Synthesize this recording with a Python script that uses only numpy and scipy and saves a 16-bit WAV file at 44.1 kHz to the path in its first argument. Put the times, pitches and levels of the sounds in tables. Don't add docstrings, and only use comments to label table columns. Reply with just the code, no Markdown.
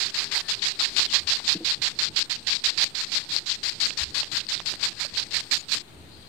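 import sys
import numpy as np
from scipy import signal
from scipy.fft import rfft, irfft, next_fast_len
from scipy.io import wavfile
from scipy.ndimage import uniform_filter1d

SR = 44100
rng = np.random.default_rng(int(sys.argv[2]) if len(sys.argv) > 2 else 0)


def how_loud(loudness_db):
    steps = np.asarray(loudness_db, float) / 20
    return 10 ** steps


def wrap_up_sound(samples):
    columns = np.atleast_2d(samples).T
    tamed = np.clip(columns, -1, 1)
    steps = np.round(tamed * 32767).astype(np.int16)
    wavfile.write(sys.argv[1], SR, steps)


N = 276948

SLICE_S, FIRST_CUT_S = 1508.3 / SR, 140 / SR


def in_time(rows):
    return np.interp(np.arange(N) / SR, *np.transpose(rows))


def butter(x, order, hz, kind="low"):
    return signal.sosfilt(signal.butter(order, hz, kind, fs=SR, output="sos"), x)


def colour(x, points):
    size = next_fast_len(N + 4096)
    hz, db = np.transpose(points)
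    log_hz = np.log(np.maximum(np.arange(size // 2 + 1) * SR / size, 1))
    level_db = np.interp(log_hz, np.log([hz[0] / 4, *hz]), [db[0] - 14.5, *db])
    cepstrum = irfft(level_db * np.log(10) / 20, size)
    cepstrum[1:size // 2] *= 2
    cepstrum[size // 2 + 1:] = 0
    return irfft(rfft(x, size) * np.exp(rfft(cepstrum)), size)[..., :N]


def resonance(x, hz, width_hz):
    r = np.exp(-np.pi * width_hz / SR)
    zeros = [(1 - r * r) / 2, 0, (r * r - 1) / 2]
    poles = [1, -2 * r * np.cos(2 * np.pi * hz / SR), r * r]
    return signal.lfilter(zeros, poles, x)


def rms_one(x):
    return x / np.sqrt(np.mean(x ** 2) + 1e-20)


def drift(rate_hz):
    r = np.exp(-2 * np.pi * rate_hz / SR)
    noise = rng.standard_normal(N + 9000)
    return rms_one(signal.lfilter([1], [1, -2 * r, r * r], noise)[9000:])


def slice_place():
    return np.maximum(np.arange(N) / SR - FIRST_CUT_S, 0) / SLICE_S


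def near_is_left():
    swaps_per_slice = .42475
    k = slice_place().astype(int)
    return (np.floor(k * swaps_per_slice + .034) % 2 == 1) | (k > 168)


def swing(t):
    # sticks land in s, drag lasts in s,
    # strength in dB, thrown dust in dB, bundle turned side-on in dB
    strokes = [(-0.042, 0.13, -21, -51, 4.1), (0.137, 0.12, -21.5, -37.9, 5.5),
               (0.319, 0.087, -19, -44.2, 6.0), (0.48, 0.065, -20, -34, 4.5),
               (0.631, 0.075, -18.5, -38.5, 0.5), (0.791, 0.081, -18.5, -33, 4.5),
               (0.957, 0.092, -16, -41, 2.5), (1.123, 0.059, -14.5, -36, 3),
               (1.287, 0.07, -16.8, -30.5, 3.5), (1.464, 0.079, -17, -41, 2.7),
               (1.649, 0.096, -19.0, -44, 2.5), (1.823, 0.073, -18, -43, 3.5),
               (1.987, 0.084, -18.6, -53.5, 2.5), (2.157, 0.066, -17.5, -58, 0.5),
               (2.305, 0.042, -20, -38.7, 1), (2.467, 0.1, -19, -41, 0.5),
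                 (2.643, 0.064, -16.5, -34.5, 1.7), (2.791, 0.061, -15.5, -39.5, 1.8),
                 (2.96, 0.088, -22.5, -32.2, 3), (3.131, 0.067, -19.5, -36.5, 3.5),
                 (3.308, 0.087, -22.5, -41, 3.5), (3.476, 0.071, -22, -40.5, 0.7),
                 (3.631, 0.081, -22, -36.5, 2.5), (3.799, 0.087, -18.5, -34.4, 1),
                 (3.983, 0.062, -19.5, -35.5, 3), (4.143, 0.084, -21, -35.5, 5),
                 (4.33, 0.069, -21, -38, 5.2), (4.502, 0.063, -21.5, -35, 4.5),
                 (4.664, 0.072, -22.5, -42, 4.3), (4.818, 0.06, -17.5, -35.5, 5),
                 (4.988, 0.069, -22.5, -36, 6.5), (5.157, 0.066, -21.5, -39.5, 3.9),
                 (5.328, 0.07, -19, -37, 4.0), (5.512, 0.049, -16, -36.5, 4),
                 (5.706, 0.064, -18.5, -36.5, 2)]
    land_db_per_s, lift_db_per_s = 1313, 598
    arch_db, crest = 20.5, 0.43
    dust_lag_s, dust_rise_db_per_s, dust_fall_db_per_s = .034, 478, 196
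    power, turn = np.full(len(t), 1e-9), np.zeros(len(t))
    for land, drag, strength_db, dust_db, turn_db in strokes:
        lift = land + drag
        sticks_db = strength_db - arch_db * ((np.clip(t, land, lift) - land) / drag - crest) ** 2
        sticks_db -= land_db_per_s * np.maximum(land - t, 0)
        sticks_db -= lift_db_per_s * np.maximum(t - lift, 0)
        after = t - lift - dust_lag_s
        fall_db = dust_fall_db_per_s * np.maximum(after, 0)
        rise_db = dust_rise_db_per_s * np.minimum(after, 0)
        power += how_loud(sticks_db) ** 2 + how_loud(dust_db - fall_db + rise_db) ** 2
        turn[t > land - SLICE_S] = turn_db
    return 10 * np.log10(power), turn


def clicks(per_s, spread_db):
    size_db = spread_db * np.minimum(rng.exponential(1, (3, N)), 4)
    sizes = how_loud(size_db) * rng.choice([-1, 1], (3, N))
    return rms_one(sizes * (rng.random((3, N)) < per_s / SR))


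def patchy(x, held_db, moving_db):
    k = slice_place().astype(int)
    edges_hz = 400 * 2 ** np.arange(0, 5.6, 1 / 3)
    out = 0
    for i, (low, high) in enumerate(zip(edges_hz, edges_hz[1:])):
        held = held_db * rng.standard_normal(k[-1] + 1)[k]
        gain = how_loud(held + moving_db * drift(57))
        out = out + gain * butter(x, 2, [low, high], "band") * (-1) ** i
    return out


def broom(clump_db=0.27, snap_db=-7):
    # frequency in Hz, level in dB
    near_port = [(600, -9), (1000, -3.5), (1400, 0.34), (1700, 5.5), (2000, 6), (2600, 9.5), (3000, 9),
                 (4000, 17), (4500, 19), (5200, 11.5), (6300, 1.46), (7500, 1), (9000, -14), (15500, -33.5)]
    # frequency in Hz, level in dB
    far_port = [(600, -9.5), (1000, -4), (1400, -6.5), (1800, -3), (2300, -6), (2800, -6), (4000, -14),
                (5200, -20.5), (7000, -18.5), (9000, -26.5), (15500, -29)]
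    # time in s, level in dB
    sheen = [(0, 1.5), (2, 1), (3.5, 3), (5.3, 3), (5.6, 7.5)]
    kept = 0.16
    fade_lag_s = 0.0025
    last_slice = 170
    far_db, far_follows, sheen_follows = -.5, 0.49, 0.41

    place = np.maximum(slice_place() - fade_lag_s / SLICE_S, 0)[::8]
    moment = np.floor(place) + .5 + kept * (place % 1 - .5)
    motion = swing(FIRST_CUT_S + fade_lag_s + moment * SLICE_S)
    level_db, body_db = np.repeat(motion, 8, axis=1)[:, :N]
    level_db[np.repeat(place, 8)[:N] >= last_slice] = -90

    slips = clicks(9000.0, spread_db=3.0) * how_loud(clump_db * drift(186))
    slips = slips + how_loud(snap_db) * clicks(350.0, spread_db=1.5)
    own = butter(slips[1:], 1, 1200, "high")
    near, far = patchy(0.58 * slips[0] + own, held_db=1.03, moving_db=1.45)
    ports = np.array([colour(near, near_port), colour(far, far_port)])
    ports /= np.std(ports[0])
    ports[0] += (how_loud(body_db) - 1) * butter(ports[0], 2, 2000)
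    ports[1] *= how_loud(far_db + far_follows * body_db)
    sheen_db = in_time(sheen) + sheen_follows * body_db
    top = signal.sosfiltfilt(signal.butter(3, 8300, "high", fs=SR, output="sos"), ports)
    ports += (how_loud(sheen_db) - 1) * top
    ports *= uniform_filter1d(np.where(near_is_left(), 1., -1.), size=3)
    return uniform_filter1d(how_loud(level_db + 0.5), size=200) * ports


def yard():
    # time in s, level in dB
    rumble_level = [(0, -51), (.4, -53.5), (1.3, -50.5), (3.2, -52.5), (4.2, -50.5), (6.28, -52)]
    # frequency in Hz, density in dB per Hz
    traffic = [(15, -34), (25, -6), (44, -7.5), (102, 0.5), (195, -3.5), (372, -4.5), (600, -15.5),
               (900, -15), (1170, -41), (1980, -120)]
    # frequency in Hz, level in dB
    air_near = [(500, -8.5), (1000, -10), (2000, -11), (3000, -11.5), (4200, -6), (5500, -24),
                (7000, -18.5), (9000, -29), (15500, -27.5)]
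    # frequency in Hz, level in dB
    air_far = [(500, -16.5), (1000, -12.5), (2000, -14.5), (3000, -13.5), (4200, -24), (5500, -22),
               (7000, -25), (9000, -26.5), (15500, -32)]
    # time in s, level in dB
    air_level = [(0, -45), (1, -44), (2, -47), (5, -48), (6.28, -46.5)]
    # start in s, end in s, centre in Hz, width in Hz, level in dB
    insects = [
        (-.1, 5.82, 8230, 220, -57),
        (5.82, 6.4, 8250, 180, -63.5),
        (5.84, 6.4, 9800, 1800, -68),
        (.42, .51, 9750, 500, -59),
        (.925, 1.05, 9750, 500, -58),
        (1.71, 1.73, 9750, 500, -60),
        (6.1, 6.4, 4154, 660, -52.5),
        (6.14, 6.4, 4770, 300, -57),
        (6.17, 6.4, 3250, 250, -60),
    ]
    song_edge_db_per_s, insect_far_db = 600, -12

    common, own = rng.standard_normal(N), rng.standard_normal((2, N))
    rumble = rms_one(colour(common + .7 * own, traffic + [(2500, -70)]))
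    rumble *= how_loud(in_time(rumble_level) + 1.3 * drift(10))
    hiss = rng.standard_normal((2, N))
    air = np.array([colour(hiss[0], air_near), colour(hiss[1], air_far)])
    air *= how_loud(in_time(air_level) + 12 + .8 * drift(12))
    out = rumble + air
    t = np.arange(N) / SR
    for start, end, hz, width_hz, db in insects:
        band = resonance(resonance(rng.standard_normal((2, N)), hz, width_hz), hz, width_hz)
        outside_s = np.maximum(np.maximum(start - t, t - end), 0)
        song_db = db - song_edge_db_per_s * outside_s + 1.4 * drift(33)
        out += rms_one(band) * how_loud(song_db) * how_loud([[0], [insect_far_db]])
    return out


def motor():
    # time in s, level in dB
    hum = [(0, -59), (1.3, -60.5), (1.4, -93)]
    tone = resonance(resonance(rng.standard_normal(N), 388, 25), 388, 25)
    return rms_one(tone) * how_loud(in_time(hum))


def bird():
    # start in s, length in s, start pitch in Hz, end pitch in Hz, level in dB
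    chirps = [
        (1.068, .034, 3700, 2850, -36),
        (5.581, .033, 7050, 6850, -41),
        (.452, .032, 1780, 1780, -45),
        (.42, .03, 1770, 1770, -52),
    ]
    out = np.zeros(N)
    for s, length, hz, end_hz, db in chirps:
        t = np.arange(round(length * SR)) / SR
        flutter = 1 + 0.2 * np.sin(2 * np.pi * 190 * t)
        mean_hz = hz + (end_hz - hz) * t / length / 2
        out[round(s * SR):][:len(t)] += how_loud(db) * flutter * np.sin(2 * np.pi * mean_hz * t)
    return out * (1 + .5 * drift(400)) * how_loud([[0], [-10]])


def pebbles():
    # time in s, peak in dB, ring in Hz, broad crack in dB
    grit = [(.594, -20, 3750, -23), (1.0441, -17, 4390, -15), (1.054, -10.5, 4380, -28),
            (1.401, -28.5, 955, -2), (2.956, -15.5, 4730, -15), (3.298, -26, 4740, -14),
            (3.3637, -2, 4430, -19), (3.373, -22, 4600, -14), (3.906, -14, 2650, -3),
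            (4.2316, -18.5, 2700, 1.5), (4.244, -23, 2900, -14), (4.404, -19, 2700, -8),
            (4.467, -22, 4565, -6), (4.577, -15.5, 3700, -10), (4.5958, -21, 3700, -16),
            (4.602, -32, 1100, 17), (4.738, -21.5, 2690, 1), (.775, -35, 4110, -12),
            (1.768, -35, 4600, -14), (2.62, -34, 4820, -14), (3.264, -30, 4590, -14)]
    ring_width_hz = 470
    out = np.zeros(N)
    for s, db, hz, crack_db in grit:
        at, click = round(s * SR), np.zeros(900)
        click[:150] = rng.standard_normal(150) * np.exp(-np.arange(150) / 20)
        ring = resonance(resonance(click, hz, ring_width_hz), hz, 1.9 * ring_width_hz)
        crack = butter(click, 3, [500, 5500], "band")
        crack = butter(crack, 3, 6500)
        ring /= np.abs(ring).max()
        crack /= np.abs(crack).max()
        out[at:at + 900] += how_loud(db) * (ring + how_loud(crack_db) * crack)
    return out * how_loud([[0], [-14]])


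def thumps():
    # time in s, level in dB, pitch in Hz, 60 dB decay in s, length in s
    knocks = [(1.55, -24.5, 310, 0.091, 0.022), (1.555, -29.5, 185, .15, 0.024),
              (1.58, -42, 323, 0.34, .03), (1.553, -41, 450, .1, .028), (1.606, -43, 500, .1, .03),
              (1.605, -45, 720, .1, .02), (1.555, -44, 650, .08, .02), (1.603, -33, 327, .4, 0.04),
              (1.604, -45, 215, 0.45, 0.041), (1.604, -43.5, 470, 0.25, 0.038),
              (1.792, -40, 125, .3, 0.024), (4.01, -33, 68, 0.33, 0.0345), (4.057, -39, 71, .4, 0.061),
              (1.241, -41.5, 78, .3, 0.033), (5.047, -24.5, 600, 0.019, .03),
              (5.516, -41.5, 254, 0.17, 0.0385), (5.74, -48, 460, 0.22, 0.044), (5.96, -48.5, 80, 2.1, 0.3)]
    out = np.zeros(N)
    for s, db, hz, t60, length in knocks:
        t = np.arange(round(length * SR)) / SR
        edge = np.clip(np.minimum(t, length - t) / 0.0043, 0, 1)
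        out[round(s * SR):][:len(t)] += how_loud(db - 60 * t / t60) * edge * np.sin(2 * np.pi * hz * t)
    return out


def scene():
    return broom() + yard() + motor() + bird() + pebbles() + thumps()


def band_limit(x):
    return signal.sosfilt(signal.butter(12, 16480, fs=SR, output="sos"), x)


def record(dry):
    near_left = uniform_filter1d(near_is_left() * 1., size=12)
    band = signal.sosfilt(signal.cheby2(14, 45, 16100, fs=SR, output="sos"), dry)
    swapped = near_left * band + (1 - near_left) * band[::-1]
    mix = butter(swapped, 2, 35, "high") - .0013
    return band_limit(mix)


dry = scene()
out = record(dry)
wrap_up_sound(out)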